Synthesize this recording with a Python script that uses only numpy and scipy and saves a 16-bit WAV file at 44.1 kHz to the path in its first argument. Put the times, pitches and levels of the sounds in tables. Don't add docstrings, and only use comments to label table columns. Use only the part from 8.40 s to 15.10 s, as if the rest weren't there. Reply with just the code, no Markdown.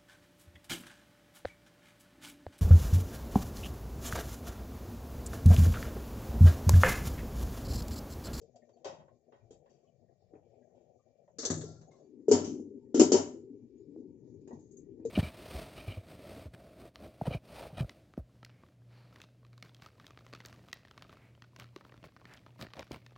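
import sys
import numpy as np
from scipy import signal
from scipy.fft import irfft, next_fast_len
from scipy.io import wavfile

SR = 44100
rng = np.random.default_rng(int(sys.argv[2]) if len(sys.argv) > 2 else 0)


def int16_out(signal):
    q = np.round(np.clip(np.atleast_2d(signal).T, -1, 1) * 32767)
    wavfile.write(sys.argv[1], SR, q.astype(np.int16))


N = 295470
PADDED = next_fast_len(N)
TIME_S = np.arange(N) / SR
SIDES = np.array([[1], [-1]])

def amp(db):
    return 10 ** (np.asarray(db) / 20)

def at_hz(points, hz):
    points_hz, values = np.transpose(points)
    return np.interp(np.log(hz), np.log(points_hz), values)

def drift(rate_hz):
    pole = np.exp(-80 * np.pi * rate_hz / SR)
    slow = signal.lfilter([1], [1, -2 * pole, pole * pole], rng.standard_normal(N // 40 + 2002))[2000:]
    slow /= np.sqrt(np.mean(slow ** 2) + 1e-20)
    return np.interp(np.arange(N) / 40, np.arange(len(slow)), slow)

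# frequency_hz, correlation (clipped to 0..1)
MIC_CORRELATION = [(60, 0.051), (160, 1), (430, 0.8996), (1130, -0.18), (3020, -1.4), (8030, 0.07)]
# frequency_hz, left_over_right_db
MIC_BALANCE = [(60, 11), (110, 4), (200, 5), (380, 5), (690, 5.5), (1280, -2), (2360, 5), (4350, 3),
               (8030, 9.5)]
def coloured(spectrum, low_hz=20, high_hz=9000, clusters=()):
    low_hz, high_hz = max(low_hz, spectrum[0][0]), min(high_hz, spectrum[-1][0])
    bins = np.arange(int(low_hz * PADDED / SR), int(high_hz * PADDED / SR))
    hz = bins * SR / PADDED
    mid, side = rng.standard_normal((2, len(hz))) + 1j * rng.standard_normal((2, len(hz)))
    alike = np.clip(at_hz(MIC_CORRELATION, hz), 0, 1)
    noise = np.sqrt(1 + alike) * mid + np.sqrt(1 - alike) * side * SIDES
    peaks = sum(amp(2 * db) / (1 + (2 * (hz - top) / width) ** 2) ** 2 for top, width, db in clusters)
    level_db = at_hz(spectrum, hz) + SIDES * at_hz(MIC_BALANCE, hz) / 2
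    pair = np.zeros((2, PADDED // 2 + 1), complex)
    pair[:, bins] = noise * amp(level_db) * np.sqrt(1 + peaks)
    out = irfft(pair, PADDED)[:, :N]
    return out / np.sqrt(np.mean(out.mean(axis=0) ** 2))

def fluctuating(spectrum, edges_hz, spread_db, rate_hz, shared_db=0, clusters=()):
    bands = list(zip(edges_hz, edges_hz[1:]))
    powers = [np.sum(amp(2 * at_hz(spectrum, np.linspace(a, b, 20)))) * (b - a) for a, b in bands]
    out = 0
    for power, band in zip(powers, bands):
        noise = np.sqrt(power / sum(powers)) * coloured(spectrum, *band, clusters)
        out += noise * amp(shared_db + spread_db * drift(rate_hz))
    return out

# time_s, bubbling_db, rumble_db
SIMMER_LEVELS = [(0.0, -70, -74.5), (0.3, -71, -81.5), (0.59, -67, -75), (0.85, -76.5, -81),
                 (1.12, -75, -72.5), (1.31, -69.5, -81.5), (1.75, -79.5, -79), (1.95, -71, -77),
                 (2.15, -67.5, -78), (2.41, -70.5, -75), (2.75, -77, -86), (3.0, -73, -77),
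                 (3.55, -65.5, -81), (3.72, -58.5, -79.5), (4.45, -56, -70), (5.35, -58.5, -70.5),
                 (5.71, -56.5, -66), (6.05, -56.5, -63.5), (6.25, -62.5, -65), (6.46, -54.5, -64),
                 (6.7, -50, -59)]
LID_CLOSES_S = 3.2927, 3.7606
def simmer():
    time_s, *columns = np.transpose(SIMMER_LEVELS)
    bubbling_db, rumble_db = [np.interp(TIME_S, time_s, column) for column in columns]
    left_db = np.interp(TIME_S, LID_CLOSES_S, [8, 4])
    place = amp(left_db / 2 * SIDES)
    return bubbling(amp(bubbling_db) * place) + rumble(amp(rumble_db) * place) + steam()

# frequency_hz, density_db
OPEN_PAN_SPECTRUM = [(120, -49), (200, -41.5), (241, 6), (284, -22), (334, -1), (581, 0.5), (730, -5),
                     (939, -33), (1120, -45), (1400, -55), (1820, -76), (3080, -120)]
COVERED_PAN_SPECTRUM = [(110, -44), (180, -21.5), (247, -0.5), (351, -5), (395, -0.5), (565, -25.5),
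                        (611, -34), (694, -42.5), (923, -39), (1200, -71.5), (1560, -98.5), (2640, -120)]
def bubbling(envelope):
    bursts_db = 4.0 * drift(22)
    opened = fluctuating(OPEN_PAN_SPECTRUM, [221, 307.19, 441, 584.88, 743.48, 1449.7],
                         spread_db=2.5, rate_hz=8.3, shared_db=bursts_db)
    closed = fluctuating(COVERED_PAN_SPECTRUM, [183.14, 304.33, 384.29, 439.71, 595.45, 1111.1],
                         spread_db=3.0, rate_hz=12, shared_db=0.15 * bursts_db)
    covered = np.interp(TIME_S, LID_CLOSES_S, [0, 1])
    after_blows = lingering(contacts()["blow_db"] - 36.5, t60_s=1.0264)
    return np.hypot(envelope, after_blows) * ((1 - covered) * opened + covered * closed)

# frequency_hz, density_db
RUMBLE_SPECTRUM = [(15, -54), (25, -19.5), (43, -24), (112, -0.5), (133, -1), (178, -5.5), (220, -11.5),
                   (290, -38), (480, -120)]
def rumble(envelope):
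    wavering = fluctuating(RUMBLE_SPECTRUM, [25, 80, 130, 220], spread_db=5.0, rate_hz=5)
    after_thuds = lingering(contacts()["thud_db"] - 18, t60_s=0.8)
    return envelope * wavering + after_thuds * coloured(RUMBLE_SPECTRUM)

# frequency_hz, density_db
STEAM_SPECTRUM = [(590, -31), (1000, -2.5), (1390, -13), (2350, -8), (3980, -12), (6720, -3.5), (7480, -4),
                  (8400, -23.5), (10900, -49), (18500, -120)]
# centre_hz, width_hz, boost_db
HISS_TONES = [(1862.9, 100, 9), (2341, 55, 14), (4510, 62, 5), (6682.7, 250, 5), (7560, 50, 6)]
def steam():
    return amp(-89) * fluctuating(STEAM_SPECTRUM, [1000, 2150, 3500, 5500, 7200, 8400],
                                  spread_db=3.0, rate_hz=6.5, clusters=HISS_TONES)

# start_s, blow_db, pitch_hz, boom_db, clank_db, ring_db, tail_t60_s
IMPACTS = [(0.014, -42.5, 441, -63, -73, -66, 0.184), (0.158, -41, 700, -55, -64, -66.5, 0.14283),
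           (0.291, -57, 581, -76.5, -64, -77, 0.1406), (0.367, -46.5, 700, -80, -75, -82, 0.29),
           (0.445, -34.5, 700, -62.5, -43, -49.5, 0.31607), (0.454, -28.5, 404, -43, -39.5, -62, 0.4329),
           (0.598, -49.5, 573, -74.5, -53.5, -84, 0.2009), (0.679, -62, 436, -60.5, -56.5, -99, 0.1457),
           (0.921, -52.5, 441, -64.5, -56, -84, 0.4044), (1.107, -40.5, 433, -44, -64.5, -62, 0.2362),
           (1.259, -57.5, 511, -80.5, -63, -87.5, 0.177), (1.295, -55.5, 248, -66.5, -71, -75.5, 0.7753),
           (1.935, -40, 347, -43.5, -60, -98.5, 0.3248), (2.349, -49.5, 581, -68.5, -77, -84.5, 1),
           (2.877, -50.5, 587, -79, -62, -103.5, 0.1637), (2.985, -35, 452, -33.5, -50, -36, 0.5848),
           (3.03, -29.5, 576, -29.5, -41, -49.5, 0.6289), (3.051, -25.5, 474, -28, -38.5, -24, 0.13647),
           (3.101, -19.5, 272, -23, -37.5, -31, 0.2592), (3.169, -35.5, 275, -31, -71.5, -47.5, 0.3751),
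           (3.21, -41.5, 428, -46, -44.5, -50, 0.1692), (3.236, -26, 428, -37.5, -56.5, -55, 0.7672),
           (3.411, -49.5, 369, -60.5, -61, -66.5, 0.2897), (3.51, -64.5, 393, -63.5, -61.5, -73.5, 0.8228),
           (3.882, -5, 417, -15, -49, -47.5, 0.6636), (3.913, -0.017, 420, -11, -30, -27, 0.28381),
           (3.934, -8.5, 266, -28.5, -32.5, -40.5, 0.4099), (4.043, -35, 366, -31.5, -48, -44.5, 0.3966),
           (4.073, -22, 245, -35.5, -61, -66.5, 0.5576), (4.197, -29.5, 250, -25.5, -79.5, -66.5, 0.1703),
           (4.544, -20, 320, -10, -41.5, -39, 0.93), (4.596, -10.5, 314, -1.5, -26.5, -23, 0.19628),
           (4.615, -5.5, 380, -20.5, -31, -33.5, 0.3453), (4.719, -21, 385, -6, -31, -24, 0.28526),
           (4.741, -4.4279, 385, -17, -29.5, -37, 0.37383), (4.773, -24, 374, -28, -40.5, -47, 0.6202),
           (5.562, -45.5, 305, -35, -87.5, -102, 0.759), (6.009, -41, 248, -62.5, -80, -77.5, 0.19),
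           (6.074, -53, 320, -42.5, -59, -67.5, 0.2567), (6.107, -46.5, 479, -37, -49.5, -116.5, 0.2784),
           (6.127, -30.5, 234, -38.5, -73.5, -69, 0.3277), (6.19, -55, 386, -45.5, -79, -71.5, 0.988),
           (6.311, -50, 388, -61, -95.5, -63.5, 0.2042), (6.368, -53.5, 285, -68.5, -100, -58, 0.1735),
           (6.597, -43, 318, -41.5, -67, -100, .28), (6.651, -20, 460, -27.5, -60, -56.5, 0.2428)]
# thud_offset_db, clink_offset_db, blow_t60_s, left_db
OBJECT_RESPONSES = [(-15, 0, 0.05031, -1), (-10, -0.5, 0.04635, -1.0084), (-26.5, -4.5, 0.052986, -2),
                    (-19, -7.5, 0.06688, -0.8271)]
HANDLED_S = 0, 2.95, 3.7, 5.2, 7
THUD_DB_PER_OCTAVE, THUD_REFERENCE_HZ = -16.5, 281.84
def contacts():
    start_s, blow_db, pitch_hz, boom_db, clank_db, ring_db, tail_t60_s = np.transpose(IMPACTS)
    touched = np.searchsorted(HANDLED_S, start_s) - 1
    thud_offset_db, clink_offset_db, blow_t60_s, left_db = np.array(OBJECT_RESPONSES)[touched].T
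    thud_db = blow_db + thud_offset_db + THUD_DB_PER_OCTAVE * np.log2(pitch_hz / THUD_REFERENCE_HZ)
    clink_db = clink_offset_db + (clank_db + ring_db) / 2
    return dict(start_s=start_s, touched=touched, pitch_hz=pitch_hz, left_db=left_db,
                blow_db=blow_db, thud_db=thud_db, boom_db=boom_db, clank_db=clank_db, clink_db=clink_db,
                ring_db=ring_db, blow_t60_s=blow_t60_s, tail_t60_s=tail_t60_s)

def knocks():
    hits = contacts()
    low = grate_thud(hits) + pan_body(hits) + pan_boom(hits)
    left_db = np.interp(TIME_S, hits["start_s"], hits["left_db"])
    return low + (clatter(hits) + edge_clicks(hits)) * amp(left_db / 2 * SIDES)

def impulses(heights):
    out = np.zeros(N)
    out[(np.array(IMPACTS)[:, 0] * SR).astype(int)] = heights
    return out + 1e-18

def lingering(level_db, t60_s, swell_s=0.06):
    fall, rise = amp(-120 / (t60_s * SR)), np.exp(-1 / (swell_s * SR))
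    poles = np.convolve([1, -fall], [1, -rise])
    return np.sqrt(signal.lfilter([1 - rise], poles, impulses(amp(2 * level_db))))

def struck(modes, hits, level_db, spread_db, longest_s, reach_octaves=np.inf):
    chance_db = spread_db * rng.standard_normal((len(IMPACTS), len(modes)))
    out = np.zeros(N)
    for k, (hz, mode_db, t60_s) in enumerate(modes):
        away_db = -12 * np.abs(np.log2(hz / hits["pitch_hz"])) / reach_octaves
        force = impulses(amp(level_db + mode_db + away_db + chance_db[:, k]))
        radius, angle = amp(-60 / (min(t60_s, longest_s) * SR)), 2 * np.pi * hz / SR
        out += signal.lfilter([0, np.sin(angle)], [1, -2 * radius * np.cos(angle), radius ** 2], force)
    return out

# pitch_hz, level_db, t60_s (capped at longest_s)
GRATE_MODES = [(96.147, -3, .45), (157.82, -5, .8)]
def grate_thud(hits):
    modes = struck(GRATE_MODES, hits, hits["thud_db"] - 7.5, spread_db=2.5, longest_s=0.73)
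    band = signal.butter(2, [75, 200], "band", fs=SR, output="sos")
    return signal.sosfilt(band, modes) * amp([[1.7], [-1.9]])

# pitch_hz, level_db, t60_s (capped at longest_s)
PAN_MODES = [(251.38, -11.5, .3), (320, -9, 0.19), (380, -6.5, .18), (413.59, -14.5, 0.24), (452, -7, 0.57),
             (572.83, -19, .2), (614, -23.5, .3)]
def pan_body(hits):
    modes = struck(PAN_MODES, hits, hits["boom_db"] - 4, spread_db=6.5, longest_s=0.21, reach_octaves=0.4)
    band = signal.butter(3, [190, 750], "band", fs=SR, output="sos")
    return signal.sosfilt(band, modes + thumps(hits)) * amp([[1.7], [-1.9]])

def thumps(hits):
    out = np.zeros(N)
    for start_s, db, hz, t60_s in zip(hits["start_s"], hits["blow_db"], hits["pitch_hz"],
                                      hits["blow_t60_s"]):
        start = int(start_s * SR)
        t = TIME_S[:min(N - start, SR // 4)]
        envelope = amp(db - 60 * t / t60_s) * (1 - np.exp(-t / 0.0065))
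        out[start:start + len(t)] += envelope * np.sin(2 * np.pi * hz * t)
    return out

def decay(hits, level_db, rise_s, crack_db, crack_s):
    coarse_s = np.arange(0, N + 16, 16) / SR
    age_s = np.maximum(coarse_s - hits["start_s"][:, None], 0)
    tail = amp(-120 * age_s / hits["tail_t60_s"][:, None])
    tail *= np.exp(-(age_s / 0.17) ** 2)
    crack = amp(2 * crack_db) * np.exp(-age_s / crack_s)
    power = (tail + crack) * (1 - np.exp(-age_s / rise_s))
    return np.interp(TIME_S, coarse_s, np.sqrt(amp(2 * level_db) @ power))

def pan_boom(hits):
    envelope = decay(hits, hits["boom_db"] - 14, rise_s=0.008, crack_db=-30.5, crack_s=0.004)
    return coloured(COVERED_PAN_SPECTRUM) * envelope

# frequency_hz, density_db
CLATTER_SPECTRUM = [(310, -26), (520, -7), (746, -15.5), (942, -14.5), (1120, -22.5), (1960, -29.5),
                    (3050, -23), (4230, -22.5), (5150, -23), (6890, -21), (7740, -20.5), (8400, -45.5),
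                    (10900, -78), (18500, -120)]
LID_SPECTRUM = [(310, -31), (520, -5), (577, -6), (953, -17), (1030, -14.5), (2590, -31), (4080, -14),
                (5270, -14), (6210, -7.5), (7830, -6.5), (8400, -33.5), (10900, -69), (18500, -120)]
# centre_hz, width_hz, boost_db
SPOON_CLUSTERS = [(1508.6, 38.49, 7), (1900, 115.06, 8), (2572.6, 36.9, 8.5), (3217.5, 122.4, 15),
                  (3657, 211.9, 7.5), (3879.6, 117.57, 7.5), (4664.8, 169.7, 16.5), (5366.5, 186.4, 15.5),
                  (6104.5, 165.67, 15), (7206.6, 113.9, 9.5), (7696.4, 200, 0.5)]
LID_CLUSTERS = [(1026, 13, 2.5), (1330, 14, 5.1), (1676.9, 60, 9.64), (1939.6, 100, 2.8),
                (3405.2, 74, 8.299), (3700.5, 80, 8.9), (4169.3, 46, 6.8), (4508.8, 54, 6.8),
                (5561.1, 40, 6.6), (6150, 76, 11), (6700, 36, 5.2), (6611, 45, 4), (7807.9, 140, 8.2)]
STOVE_TOP_CLUSTERS = [(594.1, 18, 11), (748.01, 27, 8.2), (942.9, 31, 8), (1353, 45, 9.5), (2300, 40, 5.6),
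                      (2844.1, 33, 6.6), (3086.4, 220, 8), (3805, 60, 6), (4500, 61, 5.1),
                      (5213.3, 350, 8.6), (6045.6, 56, 7), (6960, 41, 7)]
COUNTER_CLUSTERS = [(900, 51, 4.8), (1735, 200, 10), (1909, 44, 19.21), (2450, 60, 12), (3880, 86, 11),
                    (5300.7, 80, 5.3), (6443.3, 590, 13), (6850, 78, 10.27), (7530, 100, 9.7)]
def clatter(hits):
    edges_hz = np.array([520, 1150, 2200, 3000, 4300, 5700, 6500, 8400])
    centres_hz = np.sqrt(edges_hz[1:] * edges_hz[:-1])
    bandwidth_db = 10 * np.log10(np.diff(edges_hz) / 1000)
    chance_db = 2.0 * rng.standard_normal((len(IMPACTS), len(centres_hz))).T
    anchors_hz = [1300, 3500, 6300]
    anchors_db = np.array([hits["clank_db"] - 12.5, hits["clink_db"] - 14, hits["ring_db"] - 7.5])
    blend = np.array([np.interp(np.log(centres_hz), np.log(anchors_hz), row) for row in np.eye(3)]).T
    objects = [(SPOON_CLUSTERS, CLATTER_SPECTRUM), (LID_CLUSTERS, LID_SPECTRUM),
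               (STOVE_TOP_CLUSTERS, CLATTER_SPECTRUM), (COUNTER_CLUSTERS, CLATTER_SPECTRUM)]
    out = 0
    for index, (clusters, spectrum) in enumerate(objects):
        level_db = blend @ (anchors_db - at_hz(spectrum, anchors_hz)[:, None]) + chance_db
        level_db += (at_hz(spectrum, centres_hz) + bandwidth_db)[:, None]
        level_db[:, hits["touched"] != index] = -300
        for low_hz, high_hz, band_db in zip(edges_hz, edges_hz[1:], level_db):
            envelope = decay(hits, band_db, rise_s=0.003, crack_db=-3.5, crack_s=0.0018)
            out += coloured(spectrum, low_hz, high_hz, clusters) * envelope
    return out

def edge_clicks(hits):
    highpass = signal.butter(2, 1500, "high", fs=SR, output="sos")
    return signal.sosfilt(highpass, impulses(amp(hits["ring_db"] + 2))) * amp([[2.5], [-2.5]])

# start_s, pitch_hz, level_db, width_hz
FAINT_PINGS = [(.145, 652.8, -58.5, 198.2), (.217, 1985, -71, 404), (.33, 4500, -76, 300),
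               (.68, 1085, -71.5, 99.85), (1.0, 2390, -81, 100.2), (1.271, 1800, -75.5, 399.4),
               (1.44, 1097, -80.5, 100.5), (1.472, 2900, -73.5, 798.7), (1.68, 1700, -79.5, 700.1),
               (1.95, 2185, -71.5, 900), (2.14, 2300, -83.5, 500.1), (2.22, 1803, -76.5, 398.7),
               (2.59, 1144, -77, 198.6), (3.05, 6150, -31, 301.1), (3.25, 1359, -66.5, 30),
               (3.36, 1390, -75.5, 59.55), (3.41, 3966, -79.5, 197.3), (3.471, 6688, -70.5, 100.2),
               (3.59, 6700, -75.5, 60), (3.51, 2098, -72, 149.8), (3.53, 1097, -71, 101.1),
               (3.62, 4630, -84.5, 49.7), (4.41, 900, -74.5, 78.88), (5.377, 6850, -73.5, 150),
               (5.68, 929, -80.5, 100.3), (6.011, 2450, -84.5, 200), (6.311, 6308, -74.5, 303.8),
               (6.367, 6352, -63.5, 300), (6.43, 1900, -86, 80.56), (6.61, 2450, -82, 200)]
def pings():
    out = np.zeros(N + SR)
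    for start_s, pitch_hz, level_db, width_hz in FAINT_PINGS:
        scatter, phase = rng.random((2, 10, 1))
        sines_hz = pitch_hz + width_hz * (scatter - 0.5)
        decay_s = 0.047 * (width_hz / 100) ** -0.45
        t = TIME_S[:int(3 * decay_s * SR)]
        envelope = (1 - np.exp(-t / 0.004)) * np.exp(-(t / decay_s) ** 1.4)
        cluster = np.sin(2 * np.pi * (sines_hz * t + phase)).sum(axis=0) / np.sqrt(10)
        start = int(start_s * SR)
        out[start:start + len(t)] += amp(level_db) * envelope * cluster
    return out[:N] * amp([[2.0], [-2.5]])

def suppressor(x, threshold_db=-102, deepest_db=-3, from_hz=1000):
    frames = dict(fs=SR, nperseg=512, noverlap=384, scaling="psd")
    hz, _, bins = signal.stft(x, **frames)
    power = np.mean(np.abs(bins) ** 2, axis=0) * SR / 512
    smoothed = signal.lfilter([0.14], [1, -0.86], power, axis=1)
    recent = np.maximum(power / 2, smoothed)
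    gain = np.clip(1 - amp(2 * threshold_db) / (recent + 1e-20), amp(deepest_db), 1)
    gain[hz < from_hz] = 1
    return signal.istft(bins * gain, **frames)[1][:, :N]

def scene():
    return simmer() + knocks() + pings()

def record(dry):
    wet = suppressor(dry) + amp(-101) * rng.standard_normal(dry.shape)
    wet = signal.sosfilt(signal.butter(4, 7900, fs=SR, output="sos"), wet)
    return signal.sosfilt(signal.cheby2(12, 60, 8635, fs=SR, output="sos"), wet)

dry = scene()
out = record(dry)
int16_out(out)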